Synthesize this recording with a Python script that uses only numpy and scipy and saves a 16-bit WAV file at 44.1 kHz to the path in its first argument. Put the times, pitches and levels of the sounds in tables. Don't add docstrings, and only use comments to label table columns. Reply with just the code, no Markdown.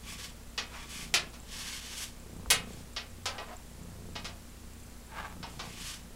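import sys
import numpy as np
from scipy import signal
from scipy.fft import rfft, irfft, next_fast_len
from scipy.io import wavfile
from scipy.ndimage import map_coordinates

SR = 44100
rng = np.random.default_rng(int(sys.argv[2]) if len(sys.argv) > 2 else 0)


def to_wav(s):
    ch = np.atleast_2d(s).T
    pcm = np.round(np.clip(ch, -1, 1) * 32767)
    wavfile.write(sys.argv[1], SR, pcm.astype(np.int16))


N = 271215

# [f/Hz, relative level/dB]
THROAT = [(20, -8), (60, -10), (100, -1.5), (140, -0.5), (175, -2.5), (205, 2.5), (260, -3), (330, -9),
          (430, -9), (650, -17), (1200, -21), (3000, -59.5)]
# [start t/s, length t/s, level/dB]
BREATHS = [(0.92, 0.4, -51), (2.24, 0.6, -47.5), (3.738, 0.46, -50), (5.301, 0.58, -51)]
BREATH_RISE_S, BREATH_FALL_S, BREATH_ARCH_DB = 0.12, 0.12, 3
QUIET_PURR_DB = -57.5
PURR_HZ, PURR_SLOWING_HZ = 31.59, 2.5


def purr():
    swells = np.array([gesture(s, length, BREATH_RISE_S, BREATH_FALL_S, BREATH_ARCH_DB)
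                       for s, length, db in BREATHS])
    level = np.max([amp(db) * swell for (s, length, db), swell in zip(BREATHS, swells)], axis=0)
    rate = PURR_HZ - PURR_SLOWING_HZ * swells.max(axis=0)
    cycle = np.cumsum(rate * (1 + 0.025 * wobble(14))) / SR
    closings = np.diff(np.floor(cycle), prepend=0)
    puffs = rng.standard_normal(N) * np.exp(-(cycle % 1) / 0.3)
    source = (1.2 * unit(puffs) - unit(closings)) * amp(0.8 * wobble(25))
    voice = signal.fftconvolve(source, struck(lambda hz: along(THROAT, hz)))[:N]
    voice = signal.fftconvolve(voice, room(direct_db=8))[:N]
    return unit(voice) * np.maximum(level, amp(QUIET_PURR_DB))


# [start t/s, length t/s, level/dB, treble re that level/dB, core's ring re that level/dB]
STROKES = [(0.082, 0.067, -47.5, -5, -3.5), (0.196, 0.063, -46, -6, -10.5), (0.752, 0.091, -52, -10, -0.5),
           (0.913, 0.135, -47.5, -4, -4.5), (1.53, 0.26, -44, -7, -21), (1.814, 0.14, -46.5, -7.5, -25),
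           (1.992, 0.043, -40.5, -2.5, -18), (2.69, 0.12, -60, -3, -8), (5.497, 0.16, -61, -2, -9),
           (5.653, 0.2, -51, -7, -5), (5.816, 0.12, -44, -5, -20)]
# [f/Hz, relative level/dB]
PEEL = [(200, -30), (750, -14), (1130, -5), (1400, -8), (1700, -3), (2300, -2), (2650, -2), (3100, 3),
        (3900, -2), (5400, -0.5), (8000, -4), (11000, -9), (15500, -21)]
# [centre f/Hz, width f/Hz, relative level/dB]
CORE = [(1143, 48, 5.5), (2290, 600, 3), (3360, 240, -1)]
STROKE_RISE_S, STROKE_FALL_S, STROKE_ARCH_DB = 0.077, 0.085, 0.5


def core_response(hz):
    return sum(amp(db) / (1 + (2 * (hz - centre) / width) ** 2) for centre, width, db in CORE)


def strokes():
    crackle = filtered(grains(3500, spread_db=0.5, direct_db=-3.5), lambda hz: amp(along(PEEL, hz)))
    treble = filtered(crackle, lambda hz: 1 - 1 / (1 + (hz / 7000) ** 6))
    core = filtered(grains(3500, spread_db=-0.5, direct_db=-2), core_response)
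    body_level, treble_level, core_level = np.zeros((3, N))
    for s, length, db, treble_db, core_db in STROKES:
        push = gesture(s, length, STROKE_RISE_S, STROKE_FALL_S, STROKE_ARCH_DB)
        body_level = np.maximum(body_level, amp(db) * push)
        treble_level = np.maximum(treble_level, amp(db + treble_db) * push ** 1.2)
        core_level = np.maximum(core_level, amp(db + core_db) * push)
    body = unit(crackle - treble) * body_level
    mix = body + unit(treble) * treble_level + unit(core) * core_level
    return mix * amp(0.97 * wobble(45))


# [start t/s, length t/s, level/dB, pitch ratio]
SCRAPES = [(0.756, 0.028, -46, 1.15), (3.348, 0.02, -43, 1), (3.387, 0.027, -49, 0.87),
           (3.487, 0.035, -46, 0.8), (5.137, 0.145, -44.5, 1.004)]
# [f/Hz, relative level/dB]
TUBE = [(300, -22), (550, -13), (720, -9.5), (850, 5), (1020, -11.5), (1200, 0.5), (1400, -11.5),
        (1600, -4), (1900, -14.5), (2250, -11.5), (3100, -17.5), (5000, -25.5), (10000, -35)]
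SCRAPE_RISE_S, SCRAPE_FALL_S, SCRAPE_ARCH_DB = 0.053, 0.1, 2.5


def scrapes():
    out = np.zeros(N)
    for s, length, db, pitch in SCRAPES:
        slips = grains(1000, spread_db=0.5, direct_db=1.5, count=2)
        rub = filtered(slips, lambda hz: amp(along(TUBE, hz / pitch)))
        out += unit(rub) * amp(db) * gesture(s, length, SCRAPE_RISE_S, SCRAPE_FALL_S, SCRAPE_ARCH_DB)
    return out * amp(3.3 * wobble(35))


# [t/s, level before a common offset/dB, thud/dB, knock/dB, snap/dB, ring/dB, rattle time constant t/s]
CLACKS = [(.578, -24, -20, -18, -27.5, -6, 0.00075), (1.140, -14.5, -17.5, -21.5, -18, -11.5, 0.00019),
          (1.334, -42.5, -15, -4, -17, -11, 0.0029), (2.503, -13, -20, -19, -9.5, -2.5, 0.0017),
          (2.964, -27, -19, -20.5, -33, -7, 0.00069), (3.257, -23, -12.5, -11.5, -21, -20, 0.00085),
          (3.382, -33.5, -5, -4, -59, 1, 0.0009), (4.155, -32, -14.5, -13, -37, -1.5, 0.0018),
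          (4.246, -31.5, -12, -13, -20, -6.5, 0.004), (5.429, -33, -14, -1.5, -42, -5, 0.0013),
          (5.594, -30.5, -14.5, -3, -29, -15, 0.002)]
# [f/Hz, mean relative level/dB, t60/s]
PLASTIC = [(440, -18, .3), (690, -11, .28), (850, -12, .3), (1180, -10, .28), (1310, -10, .26),
           (1922, -5, .22), (2153, -6, .25), (2524, -1, .31), (2871, -4, .25), (3042, -3, .24),
           (3250, -4.5, .26), (3675, -6.5, .22), (3840, -5, .2), (4450, -4, .21), (5180, -5, .22),
           (6400, -2, .15), (10190, 3.5, .19), (14812, 12, .1)]
# [f/Hz, relative level/dB]
CLACK = [(60, -18), (250, 0.5), (450, 12.5), (700, 14.5), (1000, 11.5), (1300, 8), (1700, 0.5), (3000, 2.5),
         (4000, 3), (5500, 2.5), (7500, 7.5), (10500, 11), (13000, -1), (16000, -4)]


def clacks():
    out, t = np.zeros(N), np.arange(SR // 2) / SR
    for s, db, thud_db, knock_db, snap_db, ring_db, rattle in CLACKS:
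        tilt = [(450, thud_db), (900, knock_db), (1800, 0), (5500, 0), (9000, snap_db)]
        build = 1 - np.exp(-t / max(rattle, 1e-4))
        path = room(direct_db=-60)[:len(t)] * build
        path[0] += amp(-10.5)
        rebound = round(rng.uniform(0.002, 0.007) * SR)
        path = path + 0.45 * np.pad(path, (rebound, 0))[:len(t)]
        colour = struck(lambda hz: along(CLACK, hz) + along(tilt, hz))
        blow = signal.fftconvolve(path, colour)[:len(t)]
        ring = np.zeros(len(t))
        for hz, level, t60 in PLASTIC:
            drift = rng.random() + np.cumsum(rng.standard_normal(len(t))) / np.sqrt(SR)
            strength_db = level + rng.normal(0, 2.5)
            softness_db = snap_db * hz / 10000
            decay = amp(strength_db + softness_db - 60 * t / t60)
            ring += decay * np.sin(2 * np.pi * (hz * t + drift))
        add(out, s, amp(db - 20.5) * (unit(blow) + amp(ring_db - 1.5) * unit(ring * build)))
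    return out


# [t/s, level before a common offset/dB, f/Hz]
THUMPS = [(2.255, -54, 217), (2.389, -37.5, 179.7), (2.460, -36, 1150), (2.475, -36, 62.4),
          (4.116, -47, 54.7), (4.241, -43, 202.4)]


def thumps():
    out, t = np.zeros(N), np.arange(SR // 4) / SR
    for s, db, hz in THUMPS:
        swell = 2 * hz * t
        envelope = swell * np.exp(1 - swell)
        add(out, s, amp(db + 1.5) * envelope * np.sin(2 * np.pi * hz * t))
    return out


def tone(hz):
    cycles = np.cumsum(hz * np.ones(N)) / SR + rng.random()
    return np.sqrt(2) * np.sin(2 * np.pi * cycles + 0.2 * wobble(2.9))


# [f/Hz, mean level/dB]
HUM = [(59.2, -54), (236.9, -61.5), (296.1, -72)]
# [t/s, mean level/dB]
LOW_TONE_DB = [(0.0, -59.5), (1.8, -63), (3.1, -56), (4.3, -57.5), (6.15, -63)]
LOW_TONE_HZ, LOW_TONE_SAG_HZ_PER_S = 95.5, 1.5
# [t/s, mean level/dB]
HIGH_TONE_DB = [(3.3, -69), (4.0, -61), (4.9, -68), (5.7, -59)]
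HIGH_TONE_HZ = 177.6
# [f/Hz, relative level per Hz/dB]
FLOOR = [(15, -2.5), (28, 2), (45, -9.5), (110, -13.5), (250, -20.5), (420, -20), (800, -24.5), (1300, -26),
         (3000, -29.5), (5500, -30), (7500, -30), (10000, -31), (12000, -35), (15800, -37)]
FLOOR_DB = -50.5


def background():
    t = np.arange(N) / SR
    hum = sum(amp(db + 0.55 * wobble(3.65)) * tone(hz) for hz, db in HUM)
    low = amp(over_time(LOW_TONE_DB)) * tone(LOW_TONE_HZ - LOW_TONE_SAG_HZ_PER_S * t)
    high = amp(over_time(HIGH_TONE_DB)) * tone(HIGH_TONE_HZ)
    drone = (low + high) * amp(3.3 * wobble(5))
    air = unit(filtered(rng.standard_normal(N), lambda hz: amp(along(FLOOR, hz))))
    gate = np.exp(-((t * 30) % 1) / 0.1) * amp(4 * wobble(30))
    ticks = filtered(rng.standard_normal(N) * gate, lambda hz: 1 / (1 + ((hz - 7500) / 300) ** 2))
    return hum + drone + amp(FLOOR_DB) * air + amp(-68) * unit(ticks)


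# [f/Hz, t60/s]
ROOM = [(200, 0.5), (1000, 0.33), (3000, 0.24), (6000, 0.17), (10000, 0.16), (15000, 0.082)]


def room(direct_db, size=256):
    hz, t, z = signal.stft(rng.standard_normal(SR // 2), SR, nperseg=size)
    decay = amp(-60 * t / along(ROOM, hz)[:, None])
    tail = signal.istft(z * decay, SR, nperseg=size)[1]
    tail /= np.linalg.norm(tail)
    tail[0] += amp(direct_db)
    return tail / np.linalg.norm(tail)


def grains(per_second, spread_db, direct_db, count=3):
    out = np.zeros(N)
    for _ in range(count):
        hits = rng.random(N) < per_second / count / SR
        spot = hits * rng.standard_normal(N) * amp(spread_db * rng.standard_normal(N))
        out += signal.oaconvolve(spot, room(direct_db)[:SR // 4])[:N]
    return out


def gesture(start, length, rise_s, fall_s, arch_db):
    t = np.arange(N) / SR - start
    progress = np.clip(t / max(length, 1e-3), 0, 1)
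    before = np.maximum(-t, 0) / max(rise_s, 1e-3)
    after = np.maximum(t - length, 0) / max(fall_s, 1e-3)
    return amp(-arch_db * (2 * progress - 1) ** 2 - 20 * (before + after))


def struck(gain_db, size=8192):
    cepstrum = irfft(np.log(amp(gain_db(np.fft.rfftfreq(size, 1 / SR)))))
    cepstrum[1:size // 2] *= 2
    cepstrum[size // 2 + 1:] = 0
    h = irfft(np.exp(rfft(cepstrum)))
    return h / np.linalg.norm(h)


def filtered(x, response):
    m = next_fast_len(len(x) + 8192)
    return irfft(rfft(x, m) * response(np.fft.rfftfreq(m, 1 / SR)), m)[:len(x)]


def wobble(rate):
    knots = rng.standard_normal(int(N * rate / SR) + 4)
    return map_coordinates(knots, [np.arange(N) * rate / SR])


def along(points, hz):
    f, v = np.transpose(points)
    return np.interp(np.log(hz + 1), np.log(f + 1), v)


def over_time(points):
    s, v = np.transpose(points)
    return np.interp(np.arange(N) / SR, s, v)


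def amp(db):
    return 10 ** (np.asarray(db) / 20)


def unit(x):
    return x / np.sqrt(np.mean(x ** 2) + 1e-20)


def add(track, s, sound):
    part = track[max(round(s * SR), 0):][:len(sound)]
    part += sound[:len(part)]


def scene():
    return (purr() + strokes() + scrapes() + clacks() + thumps() + background())[None]


TOP_HZ = 15780


def record(dry):
    return np.array([filtered(x, lambda hz: hz < TOP_HZ) for x in dry])


dry = scene()
out = record(dry)
to_wav(out)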